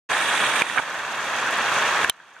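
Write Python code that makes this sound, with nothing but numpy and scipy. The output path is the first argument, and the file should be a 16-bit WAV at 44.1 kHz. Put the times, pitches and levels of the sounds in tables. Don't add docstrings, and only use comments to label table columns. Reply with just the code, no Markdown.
import sys
import numpy as np
from scipy import signal
from scipy.fft import rfft, irfft
from scipy.io import wavfile
from scipy.ndimage import uniform_filter1d

SR = 44100
rng = np.random.default_rng(int(sys.argv[2]) if len(sys.argv) > 2 else 0)


def gain_from_decibels(decibels):
    exponent = np.asarray(decibels, float) / 20
    return 10 ** exponent


def log_audio(samples):
    frames = np.atleast_2d(samples).T
    limited = np.clip(frames, -1, 1)
    pcm = np.round(limited * 32767).astype(np.int16)
    wavfile.write(sys.argv[1], SR, pcm)


N = 105840

# (frequency [Hz], level per Hz [dB])
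PATTER_MID = [(18, -72), (30, -31), (104, -15.5), (383, -11.5), (1030, -2.5), (1750, -3), (2070, -7.5),
              (3280, -12.5), (4600, -20.5), (5980, -32), (10100, -120)]
# (frequency [Hz], level per Hz [dB])
PATTER_SIDE = [(18, -72), (30, -30), (375, -23), (636, -18), (721, -17), (1750, -3), (2960, -9), (3220, -8),
               (4600, -12), (5980, -46), (10100, -120)]
# (frequency [Hz], level per Hz [dB])
SPRAY_MID = [(2530, 8), (4300, -19), (5130, -2.5), (6460, 1.5), (7350, -3), (8970, -5), (10100, -12.5),
             (14400, -18), (15500, -23)]
# (frequency [Hz], level per Hz [dB])
SPRAY_SIDE = [(2530, -35), (4300, -15), (5000, 0), (6500, 0.5), (7310, -4.5), (8920, -3.5), (12600, -14),
              (14400, -21), (15500, -35)]
# (frequency [Hz], level per Hz [dB])
SPLASH_MID = [(1500, 2), (2000, 10), (3900, 5), (4250, -28), (7000, -11), (8800, -1), (10500, -11.5),
              (13000, -26), (15500, -33)]
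# (frequency [Hz], level per Hz [dB])
SPLASH_SIDE = [(1500, -22), (2200, -3), (3900, 5), (4250, -32), (7000, -6), (8800, -1), (10500, -6),
               (13000, -26), (15500, -30)]
# (time [s], level [dB])
POUR = [(.1, 0), (.2, -2.5), (.35, -1), (.6, -1), (.85, -0.5), (1.15, -1), (1.4, 0), (1.8, 0), (2.0, 0),
        (2.4, 0.5)]
# (time [s], level [dB])
SPLASH = [(.1, -33.5), (.35, -30.5), (.6, -30), (.8, -31.5), (.88, -47), (1.2, -57), (2.4, -42.5)]
# (time [s], peak level [dB], pitch [Hz], time to fade by 60 dB [s], left over right [dB])
PLOPS = [(0.6184, -12.5, 670, 0.0075, -8), (0.6197, -5, 2400, .022, -6), (.666, -10, 1800, 0.013, -12),
         (.698, -8.5, 1860, 0.013, -13), (0.7606, -14, 1170, 0.024, -16), (.7718, -5.5, 1280, 0.021, -8),
         (0.776, 0, 1530, 0.013, -10), (.78, -6, 1700, 0.022, -3), (0.782, -5, 2250, .025, -5),
         (0.7866, -8.5, 1610, 0.025, -5), (0.7897, -9, 1170, 0.022, -6), (0.7941, -9.5, 1470, 0.026, -4),
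         (.7985, -9, 900, 0.013, -14), (0.994, -15, 1570, 0.023, 1), (1.191, -17, 1643, 0.05, -.6),
         (1.31, -12.5, 1050, 0.027, 1.5), (1.469, -13, 1560, 0.032, -1.5), (1.716, -15.5, 1570, 0.018, -1),
         (2.0423, -8, 1000, .01, -1.5), (2.0455, -12, 2700, 0.0094, -4), (2.0453, -3.5, 1634, 0.014, 1),
         (2.145, -12, 1510, .02, -1), (2.201, -6, 1590, 0.023, 3), (2.3, -17, 1750, .02, -3),
         (2.365, -10, 1500, .03, -1)]
# (pitch [Hz], level [dB], time to fade by 60 dB [s])
HOUSING = [(900, -10, 0.0044), (2430, -11, .02), (3170, -1, 0.03), (3400, -3, .012), (3630, -3.5, .015),
           (3950, -16, .12)]
# (time [s], level [dB])
TICKS = [
    (0.6204, -20),
    (0.6324, -31),
    (0.9044, -34),
    (1.1293, -31),
    (1.269, -35),
    (1.4626, -33),
    (1.509, -23),
    (1.5833, -26),
    (1.819, -42),
    (2.045, -23),
]
# (time [s], level [dB], pitch [Hz])
THUMPS = [
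    (.617, -35, 162),
    (.776, -29, 400),
    (.79, -17, 297),
    (2.043, -28, 71.4),
    (2.095, -22, 91),
]
# (time [s], depth [dB])
DUCKS = [
    (0.6205, 8.5),
    (0.799, 9.5),
    (2.047, 6.5),
    (2.0984, 30),
]
# (frequency [Hz], width [Hz], level [dB])
MIC = [(1700, 160, 1.5), (2250, 430, 0.5), (3000, 97, -4), (3190, 310, 3), (6370, 460, 3.5)]


def evened(x):
    return x / np.sqrt(np.mean(x ** 2) + 1e-20)


def curve(points):
    s, value = np.transpose(points)
    return np.interp(np.arange(N) / SR, s, value)


def coloured(x, points):
    f, db = np.transpose(points)
    hz = np.fft.rfftfreq(N, 1 / SR)
    level = np.interp(np.log(hz + 1), np.log(f + 1), db, left=-99, right=-99)
    return evened(irfft(rfft(x) * gain_from_decibels(level), N))


def add(mix, s, sound):
    part = mix[:, round(s * SR):][:, :sound.shape[1]]
    part += sound[:, :part.shape[1]]


def band_noise(low_hz, high_hz, order, noise):
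    return signal.sosfilt(signal.butter(order, [low_hz, high_hz], "band", fs=SR, output="sos"), noise)


def hiss(patchy_db, flicker_db):
    frames = N // 64 + 5
    a, b, c, d, patches = rng.standard_normal((frames, 129, 5)).T
    patches = uniform_filter1d(patches, size=5, axis=0)
    patches = evened(uniform_filter1d(patches, size=30, axis=1))
    flicker = evened(uniform_filter1d(rng.standard_normal(frames), size=6))
    z = np.array([a + 1j * b, c + 1j * d]) * gain_from_decibels(patchy_db * patches + flicker_db * flicker)
    return evened(signal.istft(z, nperseg=256, noverlap=192)[1][:, :N])


def grains(low_hz, high_hz, cycles, per_s, spread_db):
    falls = rng.random(N) < per_s / SR
    size = gain_from_decibels(spread_db * np.minimum(rng.exponential(1, N), 4.5)) * falls
    kind = rng.integers(0, 24, N)
    bearing = rng.standard_normal(N)
    out = np.zeros((2, N))
    for k, hz in enumerate(np.geomspace(low_hz, high_hz, num=24)):
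        u = np.arange(600) / SR * hz
        swing = np.sin(2 * np.pi * u * (1 + 0.031 * u))
        tone = np.minimum(u / 0.22, 1) * np.exp(-2 * u / cycles) * swing
        tone = tone / np.linalg.norm(tone) * np.sqrt(hz)
        train = size * (kind == k)
        out += signal.oaconvolve([train, train * bearing], tone[None], axes=1)[:, :N]
    return np.array([evened(v) for v in out])


def layer(source, mid, side, mid_db, side_db):
    m = gain_from_decibels(mid_db) * coloured(source[0], mid)
    s = gain_from_decibels(side_db) * coloured(source[1], side)
    return np.array([m + s, m - s])


def thump(start, db, hz):
    u = np.arange(0, 3 / hz, 1 / SR) * hz
    return start, gain_from_decibels(db + np.array([[-1.5], [1.5]])) * np.sin(2 * np.pi * u) * np.exp(-1.6 * u)


def tick(start, db):
    t = np.arange(0, .006, 1 / SR)
    burst = rng.standard_normal((2, len(t))) * np.exp(-t / 0.00084)
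    return start, gain_from_decibels(db + 3) * band_noise(3500, 11000, 2, burst)


def crack():
    length_s = .0021
    t = np.arange(0, .06, 1 / SR)
    a, b = rng.standard_normal((2, len(t))) * (t < length_s) * gain_from_decibels(-4 * t / length_s)
    bright = band_noise(6500, 15500, 3, [a, 1.2 * b - .5 * a])
    late = np.maximum(t - length_s, 0)
    ring = np.zeros((2, len(t)))
    for hz, db, t60 in HOUSING:
        phase = hz * t + rng.random((2, 1)) / 4
        ring += gain_from_decibels(db - 60 * late / t60) * np.sin(2 * np.pi * phase)
    ring *= np.minimum(t / .0002, 1) * gain_from_decibels([[-3], [0]])
    return 2.0971, gain_from_decibels(-3.5) * (1.16 * bright + ring)


def plop(start, db, hz, t60, pan_db):
    t = np.arange(0, .06, 1 / SR)
    ring = np.sin(2 * np.pi * hz * t)
    ring += 0.24 * np.sin(2 * np.pi * hz * 1.3 * t)
    ring += 0.46 * np.sin(2 * np.pi * hz * 0.628 * t)
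    noise = rng.standard_normal(len(t)) + 0.21 * rng.standard_normal((2, len(t)))
    spatter = band_noise(0.49 * hz, 1.63 * hz, 3, noise)
    rise = np.sin(np.pi / 2 * np.minimum(t / 0.00047, 1)) ** 2
    body = rise * (ring + .4 * spatter) * gain_from_decibels(-60 * t / t60)
    return start, gain_from_decibels(db + np.array([[pan_db / 2], [-pan_db / 2]])) * body


def splash():
    drops = hiss(patchy_db=-0.3, flicker_db=2.2) + gain_from_decibels(-9.5) * grains(2000, 11300, 4, 1500, 2.4)
    level = curve(SPLASH) + np.array([[-2.5], [2.5]])
    return layer(drops, SPLASH_MID, SPLASH_SIDE, 0, -5.5) * gain_from_decibels(level)


def spray():
    drops = hiss(patchy_db=0.7, flicker_db=1.95) + gain_from_decibels(-5) * grains(4750, 12400, 1.2, 1200, 3.0)
    return layer(drops, SPRAY_MID, SPRAY_SIDE, -38.5, -39.5)


def patter():
    drops = hiss(patchy_db=0.12, flicker_db=-1.1) + gain_from_decibels(-10) * grains(521, 4040, 2.5, 2500, 2.8)
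    return layer(drops, PATTER_MID, PATTER_SIDE, -22, -33)


def rain():
    return (patter() + spray()) * gain_from_decibels(curve(POUR)) + splash()


def scene():
    lean_db = -1.2
    mix = rain() * gain_from_decibels([[lean_db / 2], [-lean_db / 2]])
    for source, table in ((plop, PLOPS), (tick, TICKS), (thump, THUMPS)):
        for row in table:
            add(mix, *source(*row))
    add(mix, *crack())
    return mix


def gain_control(t):
    snap_s, recover_db_per_s = 0.0051, 10
    down = [np.clip((t - s) / snap_s, 0, 1) * (db - recover_db_per_s * (t - s)) for s, db in DUCKS]
    return gain_from_decibels(-np.maximum(np.max(down, axis=0), 0))


def microphone(hz):
    edge_hz, bass_cut_hz = 15450, 60
    colour = gain_from_decibels(sum(db / (1 + ((hz - f) / w) ** 2) for f, w, db in MIC))
    return colour / np.sqrt(1 + (hz / edge_hz) ** 60) * hz ** 2 / (hz ** 2 + bass_cut_hz ** 2)


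def motor_notches(hz):
    whine_hz, width_hz, depth = 1024.6, 42, .97
    cuts = [1 - depth / (1 + 1j * (hz - k * whine_hz) / width_hz) for k in range(2, 7)]
    return np.prod(cuts, axis=0)


def roll_off(x):
    return signal.sosfilt(signal.butter(12, 17050, fs=SR, output="sos"), x)


def record(dry):
    start_s, fade_in_s, ceiling = 0.089, 0.017, 1.25
    t, hz = np.arange(N) / SR, np.fft.rfftfreq(N, 1 / SR)
    ducked = dry * gain_control(t) + gain_from_decibels(-84) * rng.standard_normal(dry.shape)
    wet = irfft(rfft(ducked * (t > start_s)) * microphone(hz) * motor_notches(hz), N)
    wet = wet * np.clip((t - start_s) / fade_in_s, 0, 1)
    mix = ceiling * np.tanh(wet / ceiling)
    return roll_off(mix)


dry = scene()
out = record(dry)
log_audio(out)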